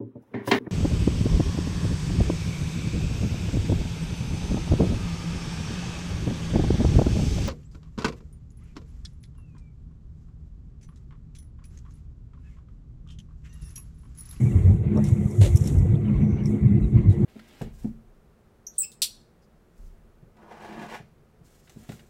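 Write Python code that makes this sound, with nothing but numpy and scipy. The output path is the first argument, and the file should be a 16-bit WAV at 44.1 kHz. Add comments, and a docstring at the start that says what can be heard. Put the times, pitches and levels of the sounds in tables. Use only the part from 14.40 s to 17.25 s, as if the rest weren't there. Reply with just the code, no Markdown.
"""Aircraft engines at idle hum in a few wavering tones, heard inside an airliner that taxis.
Each hum is a sine whose pitch and level drift; the muffled engine roar and outside air are banded noise.
The wheels rumble as noise, with ringing hull resonances and a low shuddering tone at each bump.
Air vents hiss, whine and whistle. Close by, shaped noise makes fabric rustle and scuff,
and loose plastic fittings ring as they tick, knock and scrape, or squeak in gliding tones."""
import sys
import numpy as np
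from scipy import signal
from scipy.fft import rfft, irfft
from scipy.io import wavfile

SR = 44100
rng = np.random.default_rng(int(sys.argv[2]) if len(sys.argv) > 2 else 0)


def output_pcm(signal):
    """Save a mono or channel-first signal as 16-bit PCM at the path in sys.argv[1].

    Samples are clipped to [-1, 1] before scaling.
    """
    pcm = np.clip(np.atleast_2d(signal).T, -1, 1) * 32767
    wavfile.write(sys.argv[1], SR, np.round(pcm).astype(np.int16))


N = 125685  # length in samples


def from_db(db):
    """Turn decibels into a gain."""
    return 10 ** (np.asarray(db) / 20)


def rms_one(x):
    """Scale a sound to an rms (average strength) of 1."""
    return x / np.sqrt(np.mean(x ** 2) + 1e-20)


def clock():
    """Time of each sample in seconds."""
    return np.arange(N) / SR


def level(rows):
    """Gain over time, joining (time [s], level [dB]) points with straight lines in dB."""
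    return from_db(np.interp(clock(), *np.transpose(rows)))


def drift(rate):
    """Slow random motion with a spread of about 1; a higher rate [Hz] moves faster."""
    step = 40  # make one value every 40 samples, then join them
    warm_up = 2000
    r = np.exp(-2 * np.pi * rate * step / SR)
    noise = rng.standard_normal(N // step + 2 + warm_up)
    slow = signal.lfilter([1], [1, -2 * r, r * r], noise)[warm_up:]
    return np.interp(np.arange(N) / step, np.arange(len(slow)), rms_one(slow))


def white():
    """Plain hiss with all pitches equally strong."""
    return rng.standard_normal(N)


GRAIN_SPREAD_DB = 3.0


def grains(per_s):
    """Random clicks of uneven size and either sign; rms 1."""
    size_db = GRAIN_SPREAD_DB * np.minimum(rng.exponential(1, N), 3)
    sizes = from_db(size_db) * rng.choice([-1, 1], N)
    return rms_one(sizes * (rng.random(N) < per_s / SR))


def wavering(hz, wander_hz, rate):
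    """A sine whose pitch wanders at random."""
    cycles = np.cumsum(hz + wander_hz * drift(rate)) / SR
    return np.sin(2 * np.pi * (cycles + rng.random()))


def swell(s, length):
    """A smooth rise and fall, highest at time s, lasting length seconds in all."""
    return np.cos(np.pi * np.clip((clock() - s) / length, -.5, .5)) ** 2


def envelope(s, attack_s, hold_s, t60):
    """Rise from time s, hold, then die away by 60 dB in t60 seconds."""
    age = clock() - s
    rise = np.clip(age / attack_s, 0, 1)
    return rise * np.exp(-np.log(1000) * np.maximum(age - attack_s - hold_s, 0) / t60)


def ring(force, modes):
    """Each mode is a tone that dies away; a unit click starts it at its level."""
    out = 0
    for hz, db, t60 in modes:
        r = np.exp(-np.log(1000) / (t60 * SR))
        w = 2 * np.pi * hz / SR
        mode = signal.lfilter([0, np.sin(w)], [1, -2 * r * np.cos(w), r * r], force + 1e-18)
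        out = -out + from_db(db) * mode  # neighbours get opposite signs
    return out


def tint(x, spectrum):
    """Give steady noise a smooth spectrum with a steep cut below its lowest point; rms 1."""
    points, db = np.transpose(spectrum)
    hz = np.arange(N // 2 + 1) * SR / N + 1  # the 1 avoids log(0)
    low_cut = np.minimum(hz / points[0], 1) ** 4
    gain = from_db(np.interp(np.log(hz), np.log(points), db)) * low_cut
    return rms_one(irfft(rfft(x) * gain, N))


def turbulence(spectrum, patchy_db, surge_db):
    """Quarter-octave bands of noise; each flickers alone and all surge together; rms 1."""
    hz, db = np.transpose(spectrum)
    edges = 18 * 2 ** (np.arange(41) / 4)
    pair = white(), white()  # neighbouring bands use different noise
    surge = surge_db * drift(22)
    out = 0
    for k, (low, high) in enumerate(zip(edges, edges[1:])):
        if high < hz[0] or low > hz[-1]:
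            continue
        flicker = patchy_db * drift(16)
        band_filter = signal.butter(3, [low, high], "band", fs=SR, output="sos")
        band = signal.sosfilt(band_filter, pair[k % 2])
        band_db = np.interp(np.log(low * high) / 2, np.log(hz), db)
        out = out + band * from_db(band_db + flicker)
    return rms_one(out * from_db(surge))


# engine roar through the hull: (frequency [Hz], relative level [dB per Hz])
ROAR_SPECTRUM = [(220, -3.5), (280, 5), (330, -4), (400, -4.5), (480, -17)]
# engine roar over time: (time [s], level [dB])
ROAR_LEVEL = [(0, -40.5), (.2, -42.5), (.32, -41), (.43, -50.5), (.56, -30), (.68, -46.5), (.95, -42.5),
              (1.18, -45), (1.28, -35), (1.42, -42.5), (1.69, -37), (2.02, -39), (2.1, -29), (2.22, -42),
              (2.3, -36.5), (2.5, -40.5), (2.85, -35.5)]
# rush of air along the hull: (frequency [Hz], relative level [dB per Hz])
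RUSH_SPECTRUM = [(340, -7.5), (430, 2), (540, -9.5), (660, -9.5), (820, -15.5), (1100, -26.5),
                 (1400, -30.5)]
# rush of air over time: (time [s], level [dB])
RUSH_LEVEL = [(0, -44), (.25, -45.5), (.32, -39.5), (.37, -49), (.7, -47), (.9, -45), (1.0, -47),
              (1.3, -43), (1.65, -48.5), (1.86, -42.5), (2.08, -47), (2.16, -42.5), (2.22, -46.5),
              (2.65, -47.5), (2.85, -39.5)]
ROAR_PATCHY_DB, ROAR_SURGE_DB = 3.2, 1.8


def roar():
    """Muffled engine noise and the rush of outside air: noise bands that surge and sag."""
    engine_roar = level(ROAR_LEVEL) * turbulence(ROAR_SPECTRUM, ROAR_PATCHY_DB, ROAR_SURGE_DB)
    air_rush = level(RUSH_LEVEL) * turbulence(RUSH_SPECTRUM, ROAR_PATCHY_DB, ROAR_SURGE_DB)
    return engine_roar + air_rush


# hiss of the air vents: (frequency [Hz], relative level [dB per Hz])
VENT_SPECTRUM = [(500, 11.5), (800, 6), (1100, 8.5), (1600, -0.5), (2100, 4.5), (2700, -1), (3300, -12.5),
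                 (3900, -2.5), (4600, -26.5), (6200, -22.5), (8500, -50.5), (12000, -35), (15500, -32)]
# vent hiss over time: (time [s], level [dB])
VENT_LEVEL = [(0, -52.5), (.3, -51.5), (.4, -61), (.52, -51), (.66, -50.5), (.9, -58), (1.15, -54.5),
              (1.3, -54.5), (1.45, -55), (1.53, -53), (1.6, -58.5), (1.7, -49.5), (1.85, -52.5),
              (2.15, -54.5), (2.38, -54), (2.5, -60.5), (2.56, -50.5), (2.69, -55), (2.75, -58.5),
              (2.85, -49.5)]
# whine of the air nozzle over time: (time [s], level [dB rms])
WHINE_LEVEL = [(0, -54.5), (.4, -64), (.65, -58), (1.0, -63), (1.6, -66.5), (1.95, -58.5), (2.3, -58),
               (2.52, -60), (2.85, -59.5)]
VENTS_PATCHY_DB, VENTS_SURGE_DB = 3.6, .8
WHINE_HZ, WHINE_WANDER_HZ, WHINE_JITTER_HZ, WHINE_FLUTTER_DB = 2100, 85, 90, 4.5
WHISTLE_S, WHISTLE_LENGTH_S, WHISTLE_HZ, WHISTLE_T60_S = 1.91, 0.5, 5980, .01
WHISTLE_DB, WHISTLE_FLUTTER_DB = -68, 2.5


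def vents():
    """Cabin air hisses as noise, a nozzle whines with a shaky pitch, and a faint whistle passes."""
    hiss = level(VENT_LEVEL) * turbulence(VENT_SPECTRUM, VENTS_PATCHY_DB, VENTS_SURGE_DB)
    flutter = from_db(WHINE_FLUTTER_DB * np.clip(drift(28), -2, 1.5))
    whine_hz = WHINE_HZ + WHINE_WANDER_HZ * drift(14)
    whine = rms_one(flutter * wavering(whine_hz, WHINE_JITTER_HZ, rate=220))
    # noise through one quickly damped mode makes the whistle hissy
    airy_tone = rms_one(ring(white(), [(WHISTLE_HZ, 0, WHISTLE_T60_S)]))
    whistle_gain = from_db(WHISTLE_DB + WHISTLE_FLUTTER_DB * drift(25))
    whistle = whistle_gain * swell(WHISTLE_S, WHISTLE_LENGTH_S) * airy_tone
    return hiss + level(WHINE_LEVEL) * whine + whistle


# soft rustle: (frequency [Hz], relative level [dB per Hz])
RUSTLE_SPECTRUM = [(2000, -22), (3500, -6), (4700, -16), (6000, -1.5), (7000, 3), (8300, 2), (9500, -4.5),
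                   (11500, -5), (13500, -15), (15500, -33.5)]
# rustle over time: (time [s], level [dB])
RUSTLE_LEVEL = [(0, -54), (.14, -58.5), (.34, -64), (.42, -72), (.51, -74.5), (.56, -63.5), (.63, -61.5),
                (.68, -54.5), (.78, -61), (.98, -55), (1.12, -52.5), (1.19, -50.5), (1.3, -51),
                (1.45, -61.5), (1.62, -71.5), (1.8, -70), (2.03, -79), (2.08, -57.5), (2.2, -70),
                (2.37, -72.5), (2.43, -67), (2.68, -73.5), (2.85, -65.5)]
# harder scuffs: (frequency [Hz], relative level [dB per Hz])
SCUFF_SPECTRUM = [(300, 26.5), (550, 23), (900, 8.5), (1600, 6), (2200, 8), (3800, 8.5), (4800, 1.5),
                  (7000, 6.5), (9000, 4.5), (12000, -5.5), (15000, -15)]
# each scuff: (start time [s], hold [s], level before roughness [dB])
SCUFFS = [(0.634, 0.041, -47), (1.004, 0.016, -30), (1.038, 0.005, -39.5), (1.248, 0.015, -43),
          (2.685, 0.032, -53.5)]
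FIBRES_PER_S, FIBRES_DB = 840, -4  # small clicks; level relative to the hiss
SCUFF_GRAINS_PER_S, SCUFF_GRAINS_DB = 1500, 0
SCUFF_ATTACK_S, SCUFF_T60_S, SCUFF_ROUGH_DB = .018, .16, 1.5


def fabric():
    """Cloth slides softly as noise mixed with tiny clicks, with a few grainy scuffs."""
    fibres = from_db(FIBRES_DB) * grains(FIBRES_PER_S)
    rustle = level(RUSTLE_LEVEL) * tint(white() + fibres, RUSTLE_SPECTRUM)
    strokes = 0
    for s, hold_s, db in SCUFFS:
        strokes = strokes + from_db(db) * envelope(s, SCUFF_ATTACK_S, hold_s, SCUFF_T60_S)
    grit = from_db(SCUFF_GRAINS_DB) * grains(SCUFF_GRAINS_PER_S)
    roughness = from_db(SCUFF_ROUGH_DB * drift(97))
    return rustle + strokes * roughness * tint(white() + grit, SCUFF_SPECTRUM)


# ringing of the plastic trim: (frequency [Hz], relative level [dB], time to fall 60 dB [s])
TRIM_MODES = [(520, 8, .05), (610, 6, .05), (877, -3, .05), (1960, -2, .04), (2740, -2, .015),
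              (3400, -3, .015), (4160, -3, .02)]
DRAG_S, DRAG_LENGTH_S, DRAG_DB = 1.05, 0.13, -39.5


def drag():
    """The hardest scuff drags over plastic trim: grains of friction make it ring."""
    scrape = rms_one(ring(grains(SCUFF_GRAINS_PER_S), TRIM_MODES))
    return from_db(DRAG_DB) * swell(DRAG_S, DRAG_LENGTH_S) * scrape


# trim squeaks: (peak time [s], length [s], pitch [Hz], glide [Hz per s], pitch jitter [Hz],
# peak level before roughness [dB])
SQUEAKS = [(.122, .025, 2750, -4000, 90, -55), (1.555, .02, 3400, 15000, 220, -55),
           (1.659, .035, 3050, -8000, 120, -52), (1.685, .06, 2830, -8000, 150, -56),
           (1.997, .055, 2840, 1500, 80, -54), (2.443, .05, 3880, -3000, 40, -55),
           (2.71, .06, 3920, -4000, 60, -56)]
SQUEAK_ROUGH = .45  # share of random level change


def squeaks():
    """Trim rubs in short, rough squeaks: shaky tones that glide in pitch."""
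    out = 0
    for s, length, hz, glide, jitter_hz, db in SQUEAKS:
        tone = wavering(hz + glide * (clock() - s), jitter_hz, rate=180)
        roughness = 1 + SQUEAK_ROUGH * drift(170)
        out = out + from_db(db) * swell(s, length) * tone * roughness
    return out


# a loose fitting ticks: (start time [s], level [dB], ringing relative to the crack [dB])
TICKS = [(0.572, -56, 6.5), (0.639, -43, 0), (0.651, -54.5, 6), (0.663, -60, 7), (0.685, -47, -16),
         (0.909, -51, -1.5), (1.157, -36.5, -9), (1.17, -34.5, -10), (1.207, -49, -5), (1.238, -47, 0),
         (1.256, -55, 8), (1.272, -37.5, -0.5), (1.384, -51.5, -2), (2.035, -65, 8), (2.056, -51, 8.5),
         (2.067, -63, 13)]
# noisy crack of each tick: (frequency [Hz], relative level [dB per Hz])
CRACK_SPECTRUM = [(2500, -12.5), (3500, -6.5), (4600, -24), (5600, 4.5), (8000, 3), (10500, -0.5),
                  (13000, -6.5), (15500, -18.5)]
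# ringing of the fitting: (frequency [Hz], relative level [dB], time to fall 60 dB [s])
TICK_MODES = [(5420, 0, .011), (5850, -3, .008)]
TICK_T60_S, TICK_ATTACK_S = .04, .002


def ticks():
    """Gritty contacts: short bursts of noise and of a noisily ringing part, in varied mixes."""
    crack = tint(white(), CRACK_SPECTRUM)
    ringing = rms_one(ring(white(), TICK_MODES))
    out = 0
    for s, db, ring_db in TICKS:
        burst = envelope(s, TICK_ATTACK_S, 0, TICK_T60_S)
        out = out + from_db(db) * burst * (crack + from_db(ring_db) * ringing)
    return out


# blows to a loose panel: (time [s], level before the panel rings [dB])
KNOCKS = [(.559, -5.5), (.567, -5.5), (.5735, 2.5), (.587, -8), (.598, -10)]
# ringing of the panel: (frequency [Hz], level for a unit click [dB], time to fall 60 dB [s])
PANEL_MODES = [(294, -28.5, 0.05), (370, -28, 0.05), (473, -30.5, 0.086), (593, -27, 0.049),
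               (724, -36, .05), (866, -39, 0.1), (1100, -40, 0.032), (1207, -41, 0.028)]
JUDDER_S, JUDDER_LENGTH_S, JUDDER_DB = .58, .075, -30  # level before the panel rings


def knock():
    """A quick run of clicks and a short burst of noise set a loose panel ringing."""
    force = from_db(JUDDER_DB) * swell(JUDDER_S, JUDDER_LENGTH_S) * white()
    for s, db in KNOCKS:
        force = force + from_db(db) * (np.arange(N) == int(s * SR))
    return ring(force, PANEL_MODES)


# low rumble of the wheels: (frequency [Hz], relative level [dB per Hz])
RUMBLE_SPECTRUM = [(20, -37), (32, -28.5), (48, -8), (70, -6.5), (100, 3.5), (140, -2.5), (180, -3),
                   (240, -18.5), (300, -18.5)]
# rolling sound over time: (time [s], relative level [dB])
ROAD_LEVEL = [(0, 10.5), (.1, -2.5), (.22, -2), (.33, 0.5), (.43, -6.5), (.57, -0.5), (.64, -0.5),
              (.7, -5.5), (.8, -1.5), (.87, -9.5), (.91, -12.5), (.965, -13.5), (1.02, 3.5), (1.09, -6),
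              (1.22, -4), (1.32, -5), (1.41, -0.5), (1.48, -3), (1.54, 1.5), (1.62, -4), (1.75, -3),
              (1.85, -1), (1.94, -3.5), (2.04, -6), (2.08, 0), (2.11, -3.5), (2.19, -8), (2.25, 1),
              (2.41, 2.5), (2.5, -12), (2.565, 10), (2.62, -6), (2.69, 6), (2.75, -8), (2.82, 1)]
# hull resonances: (frequency [Hz], relative level [dB], time to fall 60 dB [s])
HULL_MODES = [(92, -6.5, 0.3), (118.6, 2, 0.17), (143.8, -1.5, 0.43)]
# hull shudders over bumps: (peak time [s], length [s], pitch [Hz], peak level [dB])
SHUDDERS = [(0.174, 0.097, 85.5, -12.5), (0.268, 0.46, 54.4, -24), (0.286, 0.14, 92, -7),
            (0.729, 0.032, 105, -8.5), (0.861, 0.016, 127.6, -9), (0.995, 0.038, 109.5, -11),
            (1.023, 0.079, 95.74, -6.5), (1.08, 0.2, 50, -19.5), (1.131, 0.077, 85.5, -13.5),
            (1.154, 0.027, 100.3, -3.5), (1.217, 0.022, 110.2, -9), (1.39, 0.15, 56, -17),
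            (1.392, 0.26, 92, -15), (1.771, 0.079, 51.55, -17.5), (1.834, 0.049, 147.2, -11),
            (1.935, .04, 89.94, -14), (2.235, 0.057, 75.3, -18), (2.266, 0.024, 124.8, -7.5),
            (2.446, 0.11, 55, -16), (2.555, 0.07, 120, -13), (2.672, 0.13, 60.45, -20.5),
            (2.695, 0.098, 98, -13.5)]
RUMBLE_DB, HULL_DB = -22, -25.5  # before the rolling level is applied
RUMBLE_PATCHY_DB, RUMBLE_SURGE_DB, SHUDDER_WANDER_HZ = 2.5, 2.0, 3.96


def wheels():
    """Rolling rumble and noise-driven hull ringing, plus a brief low boom at each bump."""
    rumble = from_db(RUMBLE_DB) * turbulence(RUMBLE_SPECTRUM, RUMBLE_PATCHY_DB, RUMBLE_SURGE_DB)
    hull = from_db(HULL_DB) * rms_one(ring(white(), HULL_MODES))
    out = level(ROAD_LEVEL) * (rumble + hull)
    for s, length, hz, db in SHUDDERS:
        boom = wavering(hz, SHUDDER_WANDER_HZ, rate=18.2)
        out = out + from_db(db) * swell(s, length) * boom
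    return out


# main engine drone: (time [s], level before its random swing [dB rms])
DRONE_LEVEL = [(0, -25), (.1, -32), (.25, -37), (.3, -20.5), (.4, -45.5), (.55, -21.5), (.64, -21.5),
               (.7, -38), (.8, -25.5), (.95, -40.5), (1.13, -44.5), (1.29, -29.5), (1.33, -43.5),
               (1.62, -34), (1.71, -20.5), (1.78, -40), (1.82, -21), (1.89, -20.5), (1.93, -37),
               (2.13, -22.5), (2.17, -32), (2.3, -19), (2.48, -34), (2.54, -25), (2.75, -41.5), (2.81, -22),
               (2.85, -37)]
# second engine tone: (time [s], level before its gain and random swing [dB rms])
HUM_LEVEL = [(0.0, -37.5), (0.44, -43.5), (0.53, -36.5), (0.81, -40.5), (0.92, -50.5), (0.96, -34.5),
             (1.42, -44), (1.51, -34.5), (1.81, -48.5), (1.88, -36), (2.04, -42.5), (2.12, -32),
             (2.29, -44), (2.38, -34), (2.52, -43.5), (2.56, -31), (2.7, -42), (2.85, -28)]
# weaker tones: (pitch [Hz], level [dB rms], swing of the level [dB], pitch wander [Hz])
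WEAK_TONES = [(413.5, -50, 6, 4), (727, -63, 3, 3), (1954, -70, 6, 14)]
DRONE_HZ, DRONE_WANDER_HZ, DRONE_SWING_DB = 208.8, 3, 2
HUM_HZ, HUM_WANDER_HZ, HUM_SWING_DB, HUM_GAIN_DB = 347.8, 3.2, 2, -1


def engines():
    """Two sine-like engine tones swell, fade and waver, with weaker ones that come and go."""
    drone_swing = from_db(DRONE_SWING_DB * drift(34))
    drone = level(DRONE_LEVEL) * drone_swing * wavering(DRONE_HZ, DRONE_WANDER_HZ, rate=14.2)
    hum_swing = from_db(HUM_GAIN_DB + HUM_SWING_DB * drift(20))
    hum = level(HUM_LEVEL) * hum_swing * wavering(HUM_HZ, HUM_WANDER_HZ, rate=12)
    out = drone + hum
    for hz, db, swing_db, wander_hz in WEAK_TONES:
        swing = rms_one(from_db(swing_db * np.tanh(drift(8))))
        out = out + from_db(db) * swing * wavering(hz, wander_hz, rate=10)
    return np.sqrt(2) * out  # a sine of rms 1 peaks at the square root of 2


def scene():
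    """Add all the sounds together in one channel."""
    background = roar() + vents()
    close_by = fabric() + drag() + squeaks() + ticks() + knock()
    return (background + close_by + wheels() + engines())[None]


CUTOFF_HZ, FADE_S = 15700, .004


def record(dry):
    """Fade both ends briefly and cut the highest treble steeply."""
    ease = np.clip(np.minimum(clock(), clock()[::-1]) / FADE_S, 0, 1)
    treble_cut = signal.ellip(10, .1, 80, CUTOFF_HZ, fs=SR, output="sos")
    return signal.sosfilt(treble_cut, dry * ease)


dry = scene()
out = record(dry)
output_pcm(out)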